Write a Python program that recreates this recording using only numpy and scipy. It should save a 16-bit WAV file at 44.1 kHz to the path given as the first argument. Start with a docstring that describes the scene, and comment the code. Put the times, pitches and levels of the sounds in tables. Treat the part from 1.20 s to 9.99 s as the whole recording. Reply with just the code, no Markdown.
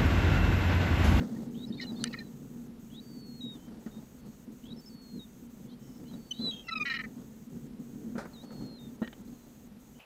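"""Thin whistles from young gulls hovering close by, and two bursts of hard gull chatter.
A bird's voice box makes the whistles as near-pure tones and the chatter as pulses shaped by its throat.
Below the birds a small camera lies outdoors, facing the sky: a beak raps its case once, and a few
bumps make it thud and buzz. Wind and wing beats make the case hum low, over a faint electronic hiss."""
import sys
import numpy as np
from scipy import signal
from scipy.fft import rfft, irfft, next_fast_len
from scipy.io import wavfile
from scipy.ndimage import uniform_filter1d

SR = 44100
rng = np.random.default_rng(int(sys.argv[2]) if len(sys.argv) > 2 else 0)


def output_pcm(signal):
    """Save a mono or channel-first signal as 16-bit PCM at the path in sys.argv[1].

    Samples are clipped to [-1, 1] before scaling.
    """
    pcm = np.clip(np.atleast_2d(signal).T, -1, 1) * 32767
    wavfile.write(sys.argv[1], SR, np.round(pcm).astype(np.int16))


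N = 387638
TIME = np.arange(N) / SR


def gulls(whistle_gain_db=2.5, squeal_gain_db=3.0):
    """All the birds' calls: begging whistles, peeps, one loud squeal and the chatter."""
    # begging calls: start t/s, climb t/s, high t/s, low t/s, opening f/Hz, scoop f/Hz, top f/Hz,
    # low f/Hz, climb level/dB, high level/dB, low level/dB, climb roughness/0-1, later roughness/0-1
    begs = [ (0.341, 0.11, 0.17, 0.050, 2970, -130, 4620, 3820, -48.5, -67, -62, 0.88, 0.37),
            (1.7, 0.1, 0.41, 0.17, 2930, 3, 4720, 3824, -52, -61.5, -48, 0.67, 0.015),
            (3.432, 0.098, 0.466, 0.066, 2870, -4, 4730, 3790, -51, -64, -55, 0.83, 0.1),
            (4.445, 0.085, 0.352, 0.055, 2860, 3, 4900, 4100, -66, -83.5, -67.5, 0.8, 0.75),
            (7.132, 0.094, 0.362, 0.127, 4340, 442, 4540, 3700, -60, -61, -62, 0.01, 0.1)]
    # the flock's peeps: start t/s, length t/s, first f/Hz, last f/Hz, level/dB, roughness/0-1
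    peeps = [ (0.523, 0.033, 3750, 3850, -56.5, 0.7), (0.566, 0.036, 4330, 4230, -61, 0.5),
             (0.569, 0.036, 3700, 3660, -58, 0.3), (0.665, 0.049, 4120, 3850, -50.5, 0.07),
             (0.716, 0.036, 4860, 4800, -67, 0.35), (0.750, 0.058, 4380, 4390, -63, 0.45),
             (0.762, 0.032, 3610, 3660, -60, 0.25), (0.796, 0.044, 4050, 3950, -57.5, 0.7),
             (0.802, 0.040, 4380, 4230, -53, 0.56), (0.875, 0.060, 2750, 2580, -63, 0.75),
             (0.881, 0.11, 4400, 4520, -65, 0.9), (0.962, 0.030, 2570, 2430, -61, 0.2),
             (1.010, 0.075, 4130, 3900, -70, 0.2), (2.354, 0.150, 3048, 3110, -74, 0.16),
             (2.708, 0.088, 3700, 3720, -69, 0), (2.960, 0.220, 4500, 4300, -81, 0.2),
             (4.488, 0.069, 3080, 3270, -73, 0.4), (4.494, 0.055, 4120, 4250, -70, 0.85),
             (4.600, 0.160, 3080, 2980, -78, 0.4), (4.852, 0.070, 2900, 3260, -70, 0.4),
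             (4.93, 0.022, 3840, 3890, -60, 0.1), (4.957, 0.4, 4530, 4320, -70.5, 0.2),
             (5.14, 0.050, 3000, 3140, -63, 0.3), (5.200, 0.13, 3520, 3360, -64, 0.15),
             (5.307, 0.08, 3700, 3650, -62, 0.2), (5.439, 0.028, 2800, 2740, -64, 0.3),
             (5.468, 0.039, 2730, 2610, -51.5, 0.03), (8.066, 0.023, 4000, 4190, -72, 0.6),
             (8.120, 0.160, 4280, 4000, -81, 0.4), (8.752, 0.038, 2920, 3100, -68, 0.65)]
    # chatter: start t/s, length t/s, level/dB, f/Hz, roughness/0-1, treble lift of the open beak/dB
    syllables = [ (0.155, 0.02, -60, 1850, .05, -15), (0.578, 0.026, -57, 2360, 0.26, 15),
                 (0.595, 0.018, -42.5, 2053, 0.23, 8.5), (0.607, 0.045, -43.5, 370, 0.09, 18.5),
                 (0.641, 0.026, -55, 2900, .01, 5), (0.835, 0.038, -48.5, 305, 0.53, 2),
                 (0.865, 0.022, -48, 364, 0.06, 15), (0.923, 0.021, -47, 377, 0.25, 14),
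                 (0.937, 0.015, -40, 258, 0.6, -12), (0.969, 0.019, -51, 616, 0.1, -5),
                 (0.982, 0.031, -48, 346, 0.27, 10), (0.999, 0.031, -50.5, 1816, 0.1, 0),
                 (5.106, 0.023, -35.5, 3040, 0.03, 23.5), (5.48, 0.023, -38.5, 675, 0.14, 3.5),
                 (5.506, 0.039, -36.5, 1310, 0.07, 0.5), (5.551, 0.039, -36, 1271, 0.09, 2),
                 (5.595, 0.043, -33, 1224, 0.09, -1.5), (5.649, 0.047, -35, 275.3, 0.17, 0),
                 (5.693, 0.044, -34, 263.2, 0.03, 0.5), (5.734, 0.047, -36, 267.7, 0.32, -0.5),
                 (5.784, 0.039, -38.5, 253.5, 0.24, -3.5), (5.833, 0.029, -44.5, 254, 0.13, -7)]
    out = np.zeros(N)
    for course in [beg(*row) for row in begs] + [peep(*row) for row in peeps]:
        start, sound = whistle(course)
        add(out, start, amp(whistle_gain_db) * sound)
    start, sound = whistle(squeal())
    add(out, start, amp(squeal_gain_db) * sound)
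    for start, *shape in syllables:
        add(out, start, chatter_syllable(*shape))
    return open_air(out)


def whistle(course, beat_hz=610):
    """A near-pure tone. When it is rough, the other side of the voice box beats against it."""
    times, *columns = np.transpose(course)  # a course lists t/s, f/Hz, level/dB, roughness/0-1
    t = np.arange(times[0], times[-1], 1 / SR)
    hz, db, rough = (np.interp(t, times, column) for column in columns)
    rough, count = np.clip(rough, 0, 1), len(t)
    beat = np.cos(2 * np.pi * np.cumsum(beat_hz * (1 + 0.073 * wander(count, 38.5))) / SR)
    shake = (0.0012 + 0.017 * rough) * wander(count, 260)
    phase = 2 * np.pi * np.cumsum(hz * (1 + shake)) / SR + 0.3 * rough * beat
    # the throat passes less of the overtone as the pitch climbs
    overtone_db = -25 - 50 * np.log2(hz / 3500) + 9 * np.minimum(rough, .3)
    tone = np.sin(phase) + amp(np.minimum(overtone_db, -12)) * np.sin(2 * phase)
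    flutter = 1 + rough * (0.34 * beat + 0.42 * wander(count, 200))
    cracks_db = rough * (6 * np.tanh(wander(count, 68)) - 2)
    fade = signal.windows.tukey(count, min(1, 0.0051 * SR / count))
    return times[0], np.sqrt(2) * amp(db + cracks_db) * tone * flutter * fade


def beg(start, climb_s, high_s, low_s, open_hz, scoop_hz, top_hz, low_hz,
        climb_db, high_db, low_db, hoarse, rough, count=160):
    """A begging call's course: it climbs hoarsely, cracks to a thin high note, then drops lower."""
    # the high note flips up into a squeak and back: start t/s, length t/s
    flips = [(0.47, 0.03), (3.56, 0.05), (3.656, 0.037), (4.60, 0.21)]
    crack_hz, crack_s, step_hz = 3970, 0.00405, 421
    u = np.linspace(0, 1, count)  # progress through each of the three parts
    shake = unit(uniform_filter1d(rng.standard_normal(count), size=14))
    waver = unit(uniform_filter1d(rng.standard_normal(count), size=36))

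    strain = hoarse * (1 - u ** 3)
    rise = open_hz + (crack_hz - open_hz) * u - scoop_hz * np.sin(np.pi * u) + 169 * strain * shake
    # a hoarse climb catches on evenly spaced steps of pitch
    rise -= 0.8 * hoarse * step_hz / (2 * np.pi) * np.sin(2 * np.pi * rise / step_hz)
    climb = [start + climb_s * u, rise, climb_db - 17 * np.sqrt(hoarse) * (1 - u ** 2), strain]

    t = crack_s + (high_s - 2 * crack_s) * u
    times = start + climb_s + t
    flipped = sum(1. * ((times > at) & (times < at + length)) for at, length in flips)
    flip = uniform_filter1d(flipped, size=3)
    sag = top_hz + (low_hz * 1.115 - top_hz) * u ** 0.8 + 24.1 * waver
    # the pitch reaches the top from just below, and rounds off into the drop
    sag *= 1 - 0.05 * np.exp(-t / 0.027) - 0.04 * np.exp((t - t[-1]) / 0.0087)
    swell_db = high_db - 11 * (u / 0.76 - 1) ** 2
    flip_db = flip * (10 - 64 * (1 - flip))  # the voice nearly cuts out on its way in and out of a flip
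    high = [times, sag * 1.15 ** flip, swell_db + flip_db, rough + 0.27 * flip]

    fall = low_hz * (1 - 0.02 * u - 0.12 * u ** 7)
    fade_db = low_db - 2.5 * u - 27 * u ** 5
    low = [start + climb_s + high_s + low_s * u, fall, fade_db, np.full(count, rough)]
    return np.hstack([climb, high, low]).T


def peep(start, length, first_hz, last_hz, db, rough, count=12):
    """A peep's course: one glide that swells and fades, shaking in pitch if it is hoarse."""
    u = np.linspace(0, 1, count)
    hz = first_hz + (last_hz - first_hz) * u + 110 * rough * rng.standard_normal(count)
    swell_db = db - 3.5 * (2 * u - 1) ** 2
    return np.transpose([start + length * u, hz, swell_db, np.full(count, rough)])


def squeal(clear_db=-43.5, rough_per_db=0.2):
    """The closest bird's course: hoarser where it is weaker, and never clean once its voice breaks."""
    # the squeal before the break: t/s, f/Hz, level/dB
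    clean = [(5.135, 3700, -65), (5.137, 3770, -59), (5.209, 4000, -52), (5.219, 4070, -44),
             (5.265, 3976, -36), (5.291, 3891, -36), (5.312, 3870, -42)]
    # and after the break: t/s, f/Hz, level/dB
    broken = [(5.312, 3240, -41.5), (5.33, 3240, -50), (5.336, 3250, -44), (5.346, 3210, -46),
              (5.354, 3280, -61), (5.378, 3200, -50), (5.426, 3180, -59), (5.44, 3190, -75)]
    times, hz, db = np.transpose(clean + broken)
    least_rough = np.repeat([0.04, 0.21], [len(clean), len(broken)])
    rough = np.clip((clear_db - db) * rough_per_db, least_rough, 0.7)
    return np.transpose([times, hz, db, rough])


def chatter_syllable(length, db, hz, rough, lift_db):
    """Voice box pulses, fast in a yelp and slow in a rattle, pass with puffs of air through the throat."""
    # how the gull's throat colours its voice: f/Hz, level/dB
    throat = [(650, -46), (1080, -22.5), (1320, -9), (1580, -17.5), (1870, 5), (2130, -6), (2420, -2.5),
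              (2700, -18), (2940, -2.5), (3450, -30.5), (4050, -9.5), (4600, -25), (5200, -24),
              (9000, -59.5)]
    count = int(length * SR)
    u = np.linspace(-1, 1, count)
    force = signal.windows.tukey(count, min(1, 0.017 / length)).clip(0, 1)
    rattle = float(hz < 500)  # slow pulses are uneven, and sink in pitch and force as the air runs out
    arch = length * (1 / 8 - u ** 2)  # longer syllables arch further in pitch
    droop = (0.011 + 0.012 * rattle) * u
    cycles = np.cumsum(hz * (1 + arch - droop + 0.11 * rough * wander(count, 300))) / SR
    pulses = np.zeros(count)
    for k in range(1, int(8000 / hz) + 1 + (not rattle)):
        height = k * hz / 2200  # high overtones sound only at full force, and are the least steady
        strength = force ** height * amp(5.5 * min(height / 2, 1) * wander(count, 44))
        sweep = .0008 * (k * hz) ** 2 / 2000  # each pulse is a short upward sweep
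        slip = rattle * 0.3 * height * wander(count, 90)
        pulses += strength * np.cos(2 * np.pi * (k * cycles - sweep) + slip)
    puffs = force * np.exp(-(cycles % 1) / .5) * rng.standard_normal(count)
    puffs = unit(puffs - 2.7 * np.gradient(np.gradient(puffs)))  # brightens the rasp
    drive = (1 - rough) * unit(pulses) + 0.97 * (1 + rattle) * rough * puffs
    drive *= amp(rattle * (wander(count, 230) - 4 * u))

    def throat_and_beak_db(f):
        """An open beak lifts the treble; a closing one dulls it and the middle tones too."""
        treble = lift_db * curve([(2900, 0), (3700, 1), (4400, 1.0), (6000, 0.8)], f)
        middle = 2.5 * min(lift_db, 0) * curve([(2100, 0.028), (2900, 1.0), (4000, 0.3)], f)
        return curve(throat, f) + treble + middle

    voice = colour(drive, throat_and_beak_db)
    return amp(db) * voice / np.sqrt(np.sum(voice ** 2) / count)


def open_air(x, echo_db=-25, decay_s=0.21):
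    """Adds weak scattered echoes from the ground and nearby walls."""
    t = np.arange(SR // 2) / SR
    echoes = rng.standard_normal(len(t)) * (rng.random(len(t)) < 2000 / SR)
    echoes *= (t > .004) * amp(-60 * t / decay_s)
    return x + amp(echo_db) * signal.fftconvolve(x, echoes / np.linalg.norm(echoes))[:N]


def peck(top_hz=10800, snap_db=-20):
    """A hard beak raps the case: its shell rings, and the contact adds a thin snap on top."""
    # the shell's ringing tones: f/Hz, level/dB, time to fade by 60 dB/s
    shell_tones = [(1330, -14, 0.021), (1770, -9.5, 0.013), (2940, -6.5, 0.015), (3760, -0.5, 0.0044),
                   (4740, -3.5, 0.011), (6050, -5, 0.012), (7300, -3.5, 0.005), (8870, -2, 0.0074),
                   (10320, -7, 0.005)]
    # the two tips of the beak land: t/s, level/dB
    beak_tips = [(0.8404, -20), (0.8417, -29)]
    out = np.zeros(N)
    shell = ring(shell_tones[::2]) - ring(shell_tones[1::2])  # neighbouring tones swing opposite ways
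    soft = signal.sosfilt(signal.butter(8, top_hz, fs=SR, output="sos"), shell)
    for start, db in beak_tips:
        add(out, start, amp(db) * (soft + amp(snap_db) * shell))
    return out


def bumps(thud_rise_s=0.0046, scuff_rise_s=0.0013):
    """Each bump rings the case with a thud and scuffs its surface."""
    # bumps: t/s, thud level/dB, scuff level/dB, scuff time to fade by 60 dB/s,
    # scuff tilt/dB per octave, scuff top f/Hz
    knocks = [ (0.006, -24, -45, 0.14, -2.5, 3000), (0.029, -29, -40, 0.037, -5, 2500),
              (0.503, -26, -81, .05, 1, 2500), (2.481, -38, -50, 0.053, -9, 6000),
              (2.510, -55, -49, 0.065, -10.5, 2500), (2.662, -30, -44, 0.11, -6, 6000),
              (3.278, -38.5, -70, .05, -3, 2520), (5.194, -40, -50, .1, -12, 2500),
              (6.953, -28.5, -45.5, 0.37, -6, 3000), (6.979, -29, -36, 0.26, -5.5, 11000),
              (7.054, -45, -38, 0.039, -2, 2490), (7.305, -43, -50, .15, -5, 4500),
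              (7.817, -22.5, -35, 0.12, -8, 4020), (7.875, -39, -31.5, 0.011, 5, 3980),
              (7.928, -62, -39, 0.024, -0.5, 3760)]
    # the case's ringing tones: f/Hz, level/dB, time to fade by 60 dB/s
    case_tones = [(129, -30, 0.054), (225, 9.5, 0.052), (310, -5.5, 0.063), (456, -11, 0.05),
                  (537, -37, 0.01), (1830, -32.5, 0.078), (3020, -36.5, 0.11)]
    # the colour of a scuff: f/Hz, level/dB
    scuff_colour = [(150, -14), (450, 1.5), (900, -2), (1100, -4.5), (1350, 4.5), (1600, 1), (1870, -1.5),
                    (2400, -8.5), (3050, -17), (3500, -7), (4000, -7), (5200, -6), (9000, -14),
                    (15000, -25)]
    out, t = np.zeros(N), np.arange(SR // 4) / SR
    thud = 1.05 * ring(case_tones) * (1 - np.exp(-t / thud_rise_s))
    for start, thud_db, scuff_db, decay_s, tilt_db, top_hz in knocks:
        def shade_db(f):
            """This scuff's colour: tilted, and cut away above its top."""
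            tilt = tilt_db * np.log2(np.clip(f, 400, 4500) / 1800)
            return curve(scuff_colour, f) + tilt - 45 * np.log2(np.clip(f / top_hz, 1, 2.5))

        scuff = unit(colour(rng.standard_normal(len(t)), shade_db)[:len(t)])
        envelope = amp(scuff_db - 60 * t / decay_s) * (1 - np.exp(-t / scuff_rise_s))
        add(out, start, amp(thud_db) * thud + envelope * scuff)
    return out


def buzzes(flicker_db=4.0):
    """During the last quick clatter of knocks, loose contacts rattle and make the case buzz briefly."""
    # buzzes: start t/s, level/dB, time to fade by 60 dB/s
    bursts = [(7.819, -43.5, 0.2), (7.876, -37, 0.029), (7.929, -47, 0.039)]
    # the narrow peaks at which the case buzzes: f/Hz, level/dB
    buzz_colour = [(1300, -24), (1700, -8), (1860, 7.5), (2050, -17), (2550, -26), (2850, -11), (3020, -3),
                   (3250, -17), (3600, -24), (3950, -14), (4400, -33), (7000, -47)]
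    out, t = np.zeros(N), np.arange(SR // 4) / SR
    for start, db, decay_s in bursts:
        contacts = rng.standard_normal(len(t)) * amp(flicker_db * wander(len(t), 150))
        buzz = unit(colour(contacts, lambda f: curve(buzz_colour, f))[:len(t)])
        add(out, start, amp(db - 60 * t / decay_s) * buzz)
    return out


def wind_and_wings(breeze_hum_gain_db=0.5, rumble_db=-63):
    """Breeze and wing beats blow on the case: its hollow hums and the air swishes, over a rumble."""
    # the breeze: t/s, hum level/dB, swish level/dB
    breeze = [(0.0, -38, -49.5), (0.41, -41.5, -61), (0.88, -43, -54.5), (1.13, -45.5, -63),
              (1.91, -49.5, -64.5), (2.05, -46, -65.5), (2.59, -50.5, -62), (2.84, -54, -63.5),
              (3.99, -53, -66.5), (4.77, -49.5, -64.5), (5.51, -53.5, -62.5), (5.85, -47, -61),
              (6.22, -50.5, -65.5), (6.85, -46.5, -63.5), (7.17, -50, -58.5), (7.91, -50.5, -63.5),
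              (8.2, -55, -63.5), (8.79, -53, -66)]
    # close wing beats: middle t/s, length t/s, hum level/dB, swish level/dB
    wingbeats = [ (0.035, 0.07, -33.5, -61), (0.162, 0.19, -45, -71), (0.728, 0.053, -39, -55),
                 (0.83, 0.2, -39.5, -57), (1.343, 0.17, -43, -72), (1.91, 0.2, -45.5, -69),
                 (2.262, 0.11, -42, -71), (2.353, 0.09, -47, -58), (2.547, 0.23, -46.5, -59),
                 (2.78, 0.2, -46.5, -60.5), (3.076, 0.14, -45, -64), (3.314, 0.15, -44.5, -67),
                 (3.526, 0.27, -44, -63), (3.738, 0.11, -45.5, -72), (3.974, 0.13, -40, -70),
                 (4.224, 0.077, -43.5, -75), (4.47, 0.24, -45.5, -63), (4.69, 0.12, -46, -64),
                 (4.823, 0.12, -42.5, -59.5), (4.955, 0.21, -42, -59.5), (5.25, 0.18, -37.5, -49.5),
                 (5.348, 0.15, -47.5, -59.5), (5.602, 0.17, -45, -66), (5.854, 0.12, -43, -68),
                 (6.002, 0.16, -44, -59), (6.35, 0.14, -41, -63), (6.467, 0.15, -43.5, -70),
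                 (6.61, 0.068, -44, -69), (6.868, 0.52, -41, -65), (7.24, 0.058, -45.5, -52.5),
                 (7.435, 0.29, -40, -57.5), (7.658, 0.12, -43, -66), (8.008, 0.1, -48.5, -65),
                 (8.104, 0.19, -45, -66)]
    # the colour of the hollow case's hum: f/Hz, level/dB
    hum_colour = [(20, -42), (50, -20), (75, -26.5), (105, -20.5), (135, -5.5), (165, -9.5), (200, -4.5),
                  (235, 2), (280, -8.5), (340, -16.5), (480, -20), (650, -48), (1200, -67)]
    # the colour of the swishing air: f/Hz, level/dB
    swish_colour = [(250, -3), (480, 4.5), (650, -1.5), (900, -4), (1100, -11), (1350, -9.5), (1600, -15),
                    (1850, -14), (2400, -23), (4000, -18), (8000, -25), (16000, -43)]
    times, hum_db, swish_db = np.transpose(breeze)
    hum_power = amp(np.interp(TIME, times, hum_db) + breeze_hum_gain_db) ** 2
    swish_power = amp(np.interp(TIME, times, swish_db)) ** 2
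    for middle, length, beat_hum_db, beat_swish_db in wingbeats:
        push = signal.windows.hann(int(length * SR))
        add(hum_power, middle - length / 2, (amp(beat_hum_db) * push) ** 2)
        add(swish_power, middle - length / 2, (amp(beat_swish_db) * push) ** 2)
    gust_db = wander(N, 25.0)
    hum = np.sqrt(hum_power) * amp(gust_db) * noise(hum_colour)
    feather_db = 1.5 * wander(N, 70)
    swish = np.sqrt(swish_power) * amp(gust_db + feather_db) * noise(swish_colour)
    rumble = amp(rumble_db) * noise([(20, -13.5), (52, -3.5), (80, -6.0), (200, -21.5), (800, -66)])
    return (hum + swish + rumble) * np.minimum(TIME / 0.0012, 1)


def electronics(hiss_db=-68, sizzle_db=-67, whine_hz=13367, whine_db=-81):
    """The camera's even hiss, with a sizzle and a thin whine that come and go together."""
    # the colour of the hiss: f/Hz, level/dB
    hiss_colour = [(100, -18), (1000, 8), (3000, 2.5), (5000, -1.5), (7000, -3), (10000, -4.5),
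                   (12000, -1.5), (13500, -1), (15800, -12.5)]
    # the colour of the sizzle: f/Hz, level/dB
    sizzle_colour = [(4500, -24), (5600, -2.5), (6600, 8.5), (7250, -1), (7700, 5), (9000, -7),
                     (10200, -12), (11900, -1.5), (12800, -18), (13450, 8), (14300, -21), (14900, 6),
                     (15500, -5.5)]
    hiss = amp(hiss_db) * noise(hiss_colour)
    gate = sizzle_gate()
    sizzle = amp(sizzle_db) * noise(sizzle_colour)
    whine = amp(whine_db) * np.sqrt(2) * np.sin(2 * np.pi * whine_hz * TIME)
    return hiss + gate * (sizzle + whine)


def sizzle_gate(first_pause_s=0.535, pause_s=0.12, blink_chance=0.65, blink_s=0.045):
    """1 while the sizzle sounds: it pauses once a second, and often blinks off at the quarters between."""
    on = np.ones(N)
    for quarter in range(-1, int(4 * N / SR)):
        chance, size = rng.random(2)
        length = pause_s if quarter % 4 == 0 else (chance < blink_chance) * blink_s * (.5 + size)
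        on[abs(TIME - first_pause_s - quarter / 4) < length / 2] = 0
    return uniform_filter1d(on, size=300)


def amp(db):
    """Turns decibels into a gain."""
    return 10 ** (np.asarray(db) / 20)


def unit(x):
    """Scales a signal to an average power of 1."""
    return x / np.sqrt(np.mean(x ** 2) + 1e-20)


def curve(points, hz):
    """The value at hz of points joined by straight lines, with octaves evenly spaced."""
    f, values = np.transpose(points)
    return np.interp(np.log(hz + 1), np.log(f), values)


def add(mix, start, sound):
    """Lays a sound into the mix at a start time in seconds."""
    part = mix[max(round(start * SR), 0):][:len(sound)]
    part += sound[:len(part)]


def colour(x, gain_db, size=4096):
    """Filters x by the curve gain_db(hz), ringing only after each sound and never before it."""
    log_gain = np.log(amp(gain_db(abs(np.fft.fftfreq(size, 1 / SR)))))
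    taps = np.fft.ifft(np.exp(np.conj(signal.hilbert(log_gain)))).real
    return signal.fftconvolve(x, taps[:size // 2])


def noise(points):
    """Steady noise of power 1, coloured by points of f/Hz, level/dB."""
    size = next_fast_len(N)
    hz = np.fft.rfftfreq(size, 1 / SR)
    return unit(irfft(rfft(rng.standard_normal(size)) * amp(curve(points, hz)), size)[:N])


def wander(count, hz):
    """Random drift of about size 1, mostly slower than hz."""
    size = next_fast_len(count + SR // 4)
    f = np.fft.rfftfreq(size, 1 / SR)
    return unit(irfft(rfft(rng.standard_normal(size)) / (1 + (f / hz) ** 4), size))[:count]


def ring(tones):
    """The dying tones of a struck object."""
    t = np.arange(SR // 4) / SR
    return sum(amp(db - 60 * t / decay_s) * np.sin(2 * np.pi * hz * t) for hz, db, decay_s in tones)


def scene():
    """Birds, air, knocks and hiss together in one channel."""
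    return (gulls() + wind_and_wings() + bumps() + buzzes() + peck() + electronics())[None]


def record(dry, top_hz=15800):
    """The camera cuts off the highest treble."""
    lowpass = signal.firwin(511, top_hz, window=("kaiser", 9), fs=SR)
    return signal.oaconvolve(dry, lowpass[None], "same")


dry = scene()
out = record(dry)
output_pcm(out)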